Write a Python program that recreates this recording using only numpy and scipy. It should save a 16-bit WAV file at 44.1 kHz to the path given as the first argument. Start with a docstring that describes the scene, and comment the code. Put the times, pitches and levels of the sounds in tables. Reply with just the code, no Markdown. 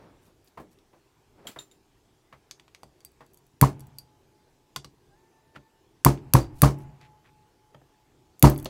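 """A workshop bench in a small, cluttered room, heard close up from a camera microphone on the bench top.
A brass hammer drives a steel punch: five hard blows crack, thump the bench, rattle loose parts, jolt the
camera mount and leave some metal ringing. Around them a drawer slides, tools clink, sleeves brush past,
the punch ticks into its seat and wood and plastic knock dully. A faint whine comes and goes once,
over room air and microphone hiss."""
import sys
import numpy as np
from scipy import signal
from scipy.fft import rfft, irfft
from scipy.io import wavfile
from scipy.ndimage import uniform_filter1d

SR = 44100
rng = np.random.default_rng(int(sys.argv[2]) if len(sys.argv) > 2 else 0)


def store_pcm(level_fs):
    """Save levels as 16-bit WAV."""
    pcm = np.round(np.clip(level_fs, -1, 1) * 32767).astype(np.int16)
    wavfile.write(sys.argv[1], SR, np.atleast_2d(pcm).T)


N = 383229

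# hammer blows: t/s, crack/dB, thump/dB, thump lag/s,
# damping factor and pitch factor of the bench as the hands load it, long ring/dB
BLOWS = [(3.6131, -7.5, -2, 0.0018, 1.46, 0.97, -65.5), (6.0488, -6.5, -3.5, 0.0037, 1.105, 0.98, -65),
         (6.3365, -6.5, 0, 0.0019, 1.53, 0.92, -66), (6.6191, -8.5, -2.5, .003, 0.97, .99, -57),
         (8.4261, -6, 2, .002, 1.005, 1, -99)]
# modes of the steel punch: f/Hz, level/dB, t60/s
PUNCH = [(2300, -5, .02), (3460, -2, .03), (4640, 0, .04), (5900, -3, .025), (6500, -4, .025),
         (7810, -3, .03), (9600, -4, .02), (11400, -5, .03), (12900, -4, .02)]
HIT_T = np.arange(8192) / SR  # time axis of one short hit, s


def amp(db):
    """Decibels to gain."""
    return 10 ** (np.asarray(db) / 20)


def unit_rms(x):
    """Scales to rms 1."""
    return x / np.sqrt(np.mean(x ** 2) + 1e-20)


def read(points, hz):
    """Value of a table on a log-frequency axis."""
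    f, value = np.transpose(points)
    return np.interp(np.log(hz + 1), np.log(f + 1), value)


def add(mix, s, sound):
    """Mixes a sound in at s seconds."""
    part = mix[round(s * SR):][:len(sound)]
    part += sound[:len(part)]


def noise(colour, size=len(HIT_T)):
    """Noise of rms 1; colour lists f/Hz, level/dB."""
    hz = np.fft.rfftfreq(size, 1 / SR)
    return unit_rms(irfft(rfft(rng.standard_normal(size)) * amp(read(colour, hz)), size))


def hump(hz, low_db, high_db):
    """A spectrum at 0 dB at hz, low_db two octaves down and high_db one octave up."""
    return [(hz / 32, low_db - 17.5), (hz / 4, low_db), (hz, 0), (hz * 2, high_db), (hz * 8, 3 * high_db)]


def lumps(size, count):
    """Random drift of rms 1, changing over count samples."""
    return unit_rms(uniform_filter1d(rng.standard_normal(size), count))


def wobble():
    """Unsteady gain: a part that touches others rings unevenly."""
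    return amp(4 * lumps(len(HIT_T), count=130))


def decay(t60, rise, t=HIT_T):
    """Rises in about rise seconds and loses 60 dB every t60 seconds."""
    return (1 - np.exp(-t / rise)) * amp(-60 * t / t60)


def swell(t, start, end, in_db_s, out_db_s):
    """Level in dB: climbs to 0 at start, holds until end, then falls."""
    return -in_db_s * np.maximum(start - t, 0) - out_db_s * np.maximum(t - end, 0)


def ring(modes, factor=1, colour=((1, 0), (2, 0))):
    """Modes struck together, each with a random strength; factor scales their pitch."""
    chance_db = 2.5 * rng.standard_normal(len(modes))
    return sum(amp(db + read(colour, hz) + extra_db - 60 * HIT_T / t60)
               * np.sin(2 * np.pi * hz * factor * HIT_T)
               for (hz, db, t60), extra_db in zip(modes, chance_db))


def room_tone():
    """Room air and microphone hiss, with drifting patches in the spectrum."""
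    # air and hiss spectrum: f/Hz, relative level/dB
    colour = [(15, -34), (25, 1), (54, -4), (132, 1), (194, -8), (383, -0.5), (546, -12.5), (845, -10.5),
              (968, -12.5), (1050, -14), (1340, -18), (7700, -25.5), (8590, -28.5), (12000, -31),
              (15200, -32.5), (17000, -51)]
    _, _, bins = signal.stft(noise(colour, N), SR, nperseg=1024, noverlap=768)
    patches = unit_rms(uniform_filter1d(uniform_filter1d(rng.standard_normal(bins.shape), 8, 0), 14, 1))
    _, hiss = signal.istft(bins * amp(2 * patches), SR, nperseg=1024, noverlap=768)
    return amp(-64.5) * unit_rms(hiss[:N])


def drawer_slides():
    """The drawer slides and hands shift: swells of low, lumpy friction noise."""
    # movements: peak t/s, level/dB, swell/(dB/s), fade/(dB/s)
    moves = [(.04, -52, 40, 78), (.282, -63, 600, 300), (1.399, -56.5, 338, 163), (1.491, -52, 194, 491)]
    # friction spectrum: f/Hz, relative level/dB
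    colour = [(24, -32), (40, -7), (293, 2), (485, -4), (550, -0.5), (637, -7.5), (872, -7.5), (6000, -36),
              (7800, -66), (13200, -120)]
    t = np.arange(N) / SR
    level = sum(amp(db + swell(t, s, s, up, down)) for s, db, up, down in moves)
    return level * amp(0.49 * lumps(N, count=600)) * noise(colour, N)


def sleeves():
    """Sleeves and fingers brush past in short, crackly puffs."""
    # brushes: t/s, level/dB, length/s, centre f/Hz
    brushes = [(0.182, -72.5, 0.16, 11100), (0.425, -72, 0.096, 13000), (0.698, -70, 0.057, 11600),
               (5.535, -57.5, 0.057, 2500), (6.509, -61, 0.26, 11600), (6.75, -69.5, 0.12, 11100),
               (6.99, -60, 0.1, 2530), (7.223, -63, 0.091, 2175)]
    air = np.zeros(N)
    for s, db, length, hz in brushes:
        size = round(length * SR)
        level = amp(db + 4 * lumps(size, count=60)) * np.hanning(size)
        add(air, s, level * noise(hump(hz, -3, -14.5), size))
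    return air


def bench_thump(spread_db=2.5, damping=1, factor=1):
    """The bench top bends: each mode builds up at its own pace, a little differently on every hit."""
    # bench top modes: f/Hz, level/dB, t60/s, rise/s
    modes = [(63, -6, .21, 0.021), (115, -7.5, .13, .015), (138.3, 0, .21, 0.0078), (210, -11, .18, 0.0093),
             (287, -12.5, .22, 0.0041), (382, -22, 0.32, 0.006), (453.4, -19.5, .17, .007),
             (592, -24, 0.25, .004), (683, -23.5, 0.1, .008), (798, -24, .2, .01), (977, -19.5, .1, .011),
             (1066, -22, .2, 0.028), (1287, -23, 0.13, .011)]
    t = np.arange(SR // 3) / SR
    chance = rng.standard_normal((len(modes), 2))
    return sum(amp(db + spread_db * force - 60 * t * damping / t60) * (1 - np.exp(-(t / rise) ** 3))
               * np.sin(2 * np.pi * hz * factor * (1 + 0.011 * detune) * t)
               for (hz, db, t60, rise), (force, detune) in zip(modes, chance))


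def steel_ticks():
    """Steel touches steel: a hard snap, a short buzz, the ring of the punch and a slight thump."""
    # contacts: t/s, level/dB, centre f/Hz, relative level two octaves down/dB
    contacts = [(.4449, -50.5, 15100, -20), (.475, -52.5, 4200, -25), (.7871, -55, 3880, -23),
                (2.5111, -30.5, 5140, -9), (2.5975, -44.5, 4300, 1), (2.6801, -47, 3000, 1),
                (2.748, -39, 4300, -1), (2.8326, -42, 8250, -6), (3.0055, -51, 7350, 1),
                (3.049, -30.5, 15000, -17), (3.264, -55, 12000, -10), (3.335, -49, 12300, -31),
                (3.344, -46, 13000, -24), (3.3734, -48.5, 12000, -7), (3.7953, -45.5, 10300, -17),
                (3.806, -41.5, 12200, -9.5), (3.8694, -49, 13650, -19), (3.985, -28.5, 13100, -29),
                (4.7615, -20, 5076, -11.5), (4.8458, -35, 4350, -12), (6.175, -44.5, 3000, -8),
                (6.188, -50.5, 3000, -12), (6.445, -44.5, 3940, -1), (6.587, -52, 10900, -30),
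                (6.787, -47.5, 12040, -22), (6.8063, -55, 2220, -15), (7.013, -45, 3500, -2.5),
                (7.048, -56, 3000, -5.5), (8.3952, -31.5, 13000, -28), (8.4992, -20, 13500, -30),
                (8.5453, -43, 13000, -30), (8.5614, -46, 9000, 10), (8.5782, -29, 12100, -28),
                (8.5874, -43, 11700, 1), (8.5987, -37, 12000, -14), (8.6272, -36, 13000, -25),
                (8.6464, -32, 12900, -24), (8.657, -23.5, 3570, -21)]
    # faint extra ticks while the punch is seated
    fidgets = [(3.1 + .45 * when, -59 + 4 * force, 12500, -17) for when, force in rng.random((6, 2))]
    air, body = np.zeros((2, N))
    for s, db, hz, low_db in contacts + fidgets:
        colour = hump(hz, low_db, -12)
        buzz = .3 * decay(t60=.041 * (5000 / hz) ** .5, rise=.003)  # higher ticks buzz shorter
        snap = noise(colour) * (decay(t60=.006, rise=.0001) + buzz)
        punch = amp(-13) * ring(PUNCH, colour=colour) * wobble()
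        add(air, s, amp(db) * (snap + punch))
        add(body, s, amp(db - 31.5) * bench_thump())
    return air, body


def dull_knocks():
    """Knocks on wood and plastic: a puff of noise, a hollow ring and a thump in the bench."""
    # knocks: t/s, level/dB, centre f/Hz, decay scale/s, relative thump/dB
    knocks = [(.574, -41, 928, .3, -4), (0.599, -41.5, 428, .28, -18), (.93, -58, 790, 0.5, -19),
              (1.454, -49.5, 590, 0.27, -16), (1.561, -40.5, 794, .24, -9), (2.326, -46, 1160, .22, -3.5),
              (2.833, -45, 783, .05, -4), (3.206, -45.5, 1040, .22, -10.5), (4.761, -25.5, 1450, .03, -12),
              (4.845, -43, 1150, .026, 1.5), (5.549, -50, 770, .05, -0.5), (5.559, -43, 1418, .12, -1),
              (7.746, -43.5, 1274, .047, -.5), (7.815, -54.5, 718, .06, 0.5),
              (8.659, -31.5, 524, 0.073, -15)]
    # hollow modes: ratio to the centre, level/dB, t60/s before the knock's own fade
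    modes = [(.45, -3, 0.044), (.72, -6, 0.09), (1.0, 4, 0.033), (1.22, -11.5, 0.032), (1.47, -47, 0.23),
             (1.9, -19.5, 0.012), (2.5, -5, 0.026)]
    air, body = np.zeros((2, N))
    for s, db, hz, fade, thump_db in knocks:
        puff = noise(hump(hz, -7, -12)) * decay(t60=.5 * fade, rise=.00037)
        hollow = ring(modes, hz) * decay(t60=2 * fade, rise=.0011) * wobble()
        add(air, s, amp(db) * (puff + hollow))
        add(body, s, amp(db + thump_db) * bench_thump())
    return air, body


def tool_clinks():
    """Tools collide in the drawer: a bright jingle over modes that each waver separately."""
    # collisions: t/s, level/dB, pitch factor
    clinks = [(1.4687, -43.5, 1.01), (1.5878, -52, .95), (1.712, -66, .95)]
    # tool modes: f/Hz, level/dB, t60/s
    modes = [(3190, 3.5, 0.028), (3915, 8, 0.057), (4360, -10.5, 0.14), (7200, -3, 0.091),
             (7600, 1.5, 0.12), (11350, -10, 0.13)]
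    air = np.zeros(N)
    attack = 1 - np.exp(-HIT_T / .0011)
    for s, db, factor in clinks:
        jingle = 1.13 * noise(hump(5400, 8.7, -0.91)) * amp(-60 * HIT_T / .21)
        tones = sum(wobble() ** 1.76 * ring([mode], factor) for mode in modes)
        add(air, s, amp(db) * attack * (jingle + tones))
    return air


def singing_punch():
    """Now and then the punch is held loosely and one mode sings on."""
    # lingering modes: t/s, f/Hz, level/dB, t60/s
    notes = [(3.049, 4710, -50, 0.064), (3.984, 4680, -38, 0.039), (4.851, 4670, -47, 0.038),
             (6.1, 4640, -54.5, .15), (6.393, 4664, -52, 0.2), (6.662, 9700, -54, 0.14),
             (8.457, 4570, -45, 0.28), (8.503, 11650, -53, 0.27)]
    air = np.zeros(N)
    for s, hz, db, t60 in notes:
        add(air, s, amp(db) * decay(t60, rise=.00197) * np.sin(2 * np.pi * hz * HIT_T) * wobble() ** 1.8)
    return air


def hammer_blows():
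    """Brass cracks on steel and the bench thumps; loose parts rattle, shelves and drawers shake on."""
    # spectrum of brass on steel: f/Hz, relative level/dB
    crack_colour = [(290, -46.5), (500, -6), (2290, -12.5), (4640, -15.5), (5220, -11.5), (7330, -7.5),
                    (8370, -15.5), (9280, -6.5), (11600, -3.5), (15100, -4.5), (17000, -39.5)]
    # spectrum of the loose parts: f/Hz, relative level/dB
    rattle_colour = [(180, -19), (300, -5.5), (542, -13), (899, -9.5), (1350, -18.5), (2480, -28.5),
                     (3360, -32), (5670, -30), (13200, -39.5), (15600, -39), (17000, -86.5)]
    # spectrum of the shelves and drawers: f/Hz, relative level/dB
    rumble_colour = [(18, -49), (30, -16.5), (146, 0), (194, -17), (265, -14), (500, -24), (874, -17),
                     (1190, -27.5), (3000, -36), (3900, -68.5), (6600, -120)]
    air, body = np.zeros((2, N))
    first_contact = 1.5 * decay(t60=.0033, rise=.0001)
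    settling = np.exp(-(HIT_T / .083) ** 2)  # the loose parts come to rest
    for s, crack_db, thump_db, lag, damping, factor, _ in BLOWS:
        crack = noise(crack_colour) * (first_contact + decay(t60=.011, rise=.0005))
        add(air, s, amp(crack_db) * (crack + amp(-22.5) * ring(PUNCH)))
        shake_db = thump_db - 9.5 * (damping - 1)  # a firm hold quiets whatever lies loose
        hops_db = 2 * lumps(len(HIT_T), count=160)
        rattle = noise(rattle_colour) * decay(t60=.32, rise=.0011) * settling
        add(air, s + .0115, amp(shake_db - 16.5 + hops_db) * rattle)  # parts land as the bench swings back
        add(body, s + lag, amp(thump_db) * bench_thump(1.6, damping, factor))
        rumble = noise(rumble_colour, SR) * decay(t60=1.4, rise=.022, t=np.arange(SR) / SR)
        add(body, s, amp(shake_db - 39.5) * rumble)
    return air, body


def ringing_metal():
    """Some metal on the bench rings on as a beating pair of modes; each blow restarts it."""
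    # the two modes: f/Hz, signed gain
    modes = [(851.3, 1), (854.75, -.8)]
    body = np.zeros(N)
    stops = [blow[0] for blow in BLOWS[1:]] + [N / SR]
    for (s, *_, ring_db), stop in zip(BLOWS, stops):
        t = np.arange(0, stop - s, 1 / SR)
        pair = sum(gain * np.sin(2 * np.pi * hz * (t - .055)) for hz, gain in modes)  # first dip at 55 ms
        add(body, s, amp(ring_db) * decay(t60=5, rise=.01, t=t) * pair)
    return body


def mount_chatter(length_s=.0062):
    """The camera mount chatters for a few cycles as the bench swings back."""
    # jolts: t/s, level/dB, f/Hz
    jolts = [(3.6249, -10.5, 1003), (3.6362, -9, 1022), (6.063, -6, 1045), (6.3499, -7, 1041),
             (6.6333, -8.5, 1125), (8.44, -6.5, 972)]
    body, t = np.zeros(N), np.arange(0, length_s, 1 / SR)
    for s, db, hz in jolts:
        add(body, s, amp(db) * np.sin(np.pi * t / length_s) * np.sin(2 * np.pi * hz * t))
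    return body


def whine():
    """A faint, unsteady tone with its octave fades in, steps up, holds and fades out."""
    t = np.arange(N) / SR
    hz = np.interp(t, (5.13, 5.18), (800, 886)) + 2.8 * lumps(N, count=2000)
    phase = 2 * np.pi * np.cumsum(hz) / SR
    db = -68.5 + 3 * lumps(N, count=1500) + swell(t, 5.12, 5.72, in_db_s=146, out_db_s=109)
    return amp(db) * (np.sin(phase) + amp(-6) * np.sin(2 * phase))


def room(x):
    """A small, cluttered room: dense reflections, each band dying at its own speed."""
    # reverberation times: f/Hz, t60/s
    reverb_times = [(60, 0.96), (250, 0.47), (1000, 0.081), (3000, 0.13), (8000, 0.16), (16000, 0.045)]
    hz, t, bins = signal.stft(rng.standard_normal(SR), SR, nperseg=512)
    _, tail = signal.istft(bins * amp(-60 * t / read(reverb_times, hz)[:, None]), SR, nperseg=512)
    tail *= 1 - np.exp(-np.arange(len(tail)) / SR / .0041)  # reflections build up
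    return signal.fftconvolve(x, tail / np.linalg.norm(tail))[:N]


def scene():
    """Hits reach the one microphone through the air and the body of the bench; both feed the room."""
    air, body = np.sum([steel_ticks(), dull_knocks(), hammer_blows()], axis=0)
    air += tool_clinks() + singing_punch()
    body += ringing_metal() + mount_chatter()
    reflections = room(amp(-12.5) * air + amp(-31) * body)
    return (air + body + reflections + room_tone() + drawer_slides() + sleeves() + whine())[None]


def record(dry):
    """The close microphone overloads softly on the blows; its band ends at 16.2 kHz."""
    knee, ceiling = .55, .9
    headroom = ceiling - knee
    over = np.maximum(abs(dry) - knee, 0)
    soft = dry - np.sign(dry) * (over - headroom * np.tanh(over / headroom))
    lowpass = signal.firwin(255, 16200, window=("kaiser", 9), fs=SR)
    return signal.oaconvolve(soft, lowpass[None], "same")


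dry = scene()
out = record(dry)
store_pcm(out)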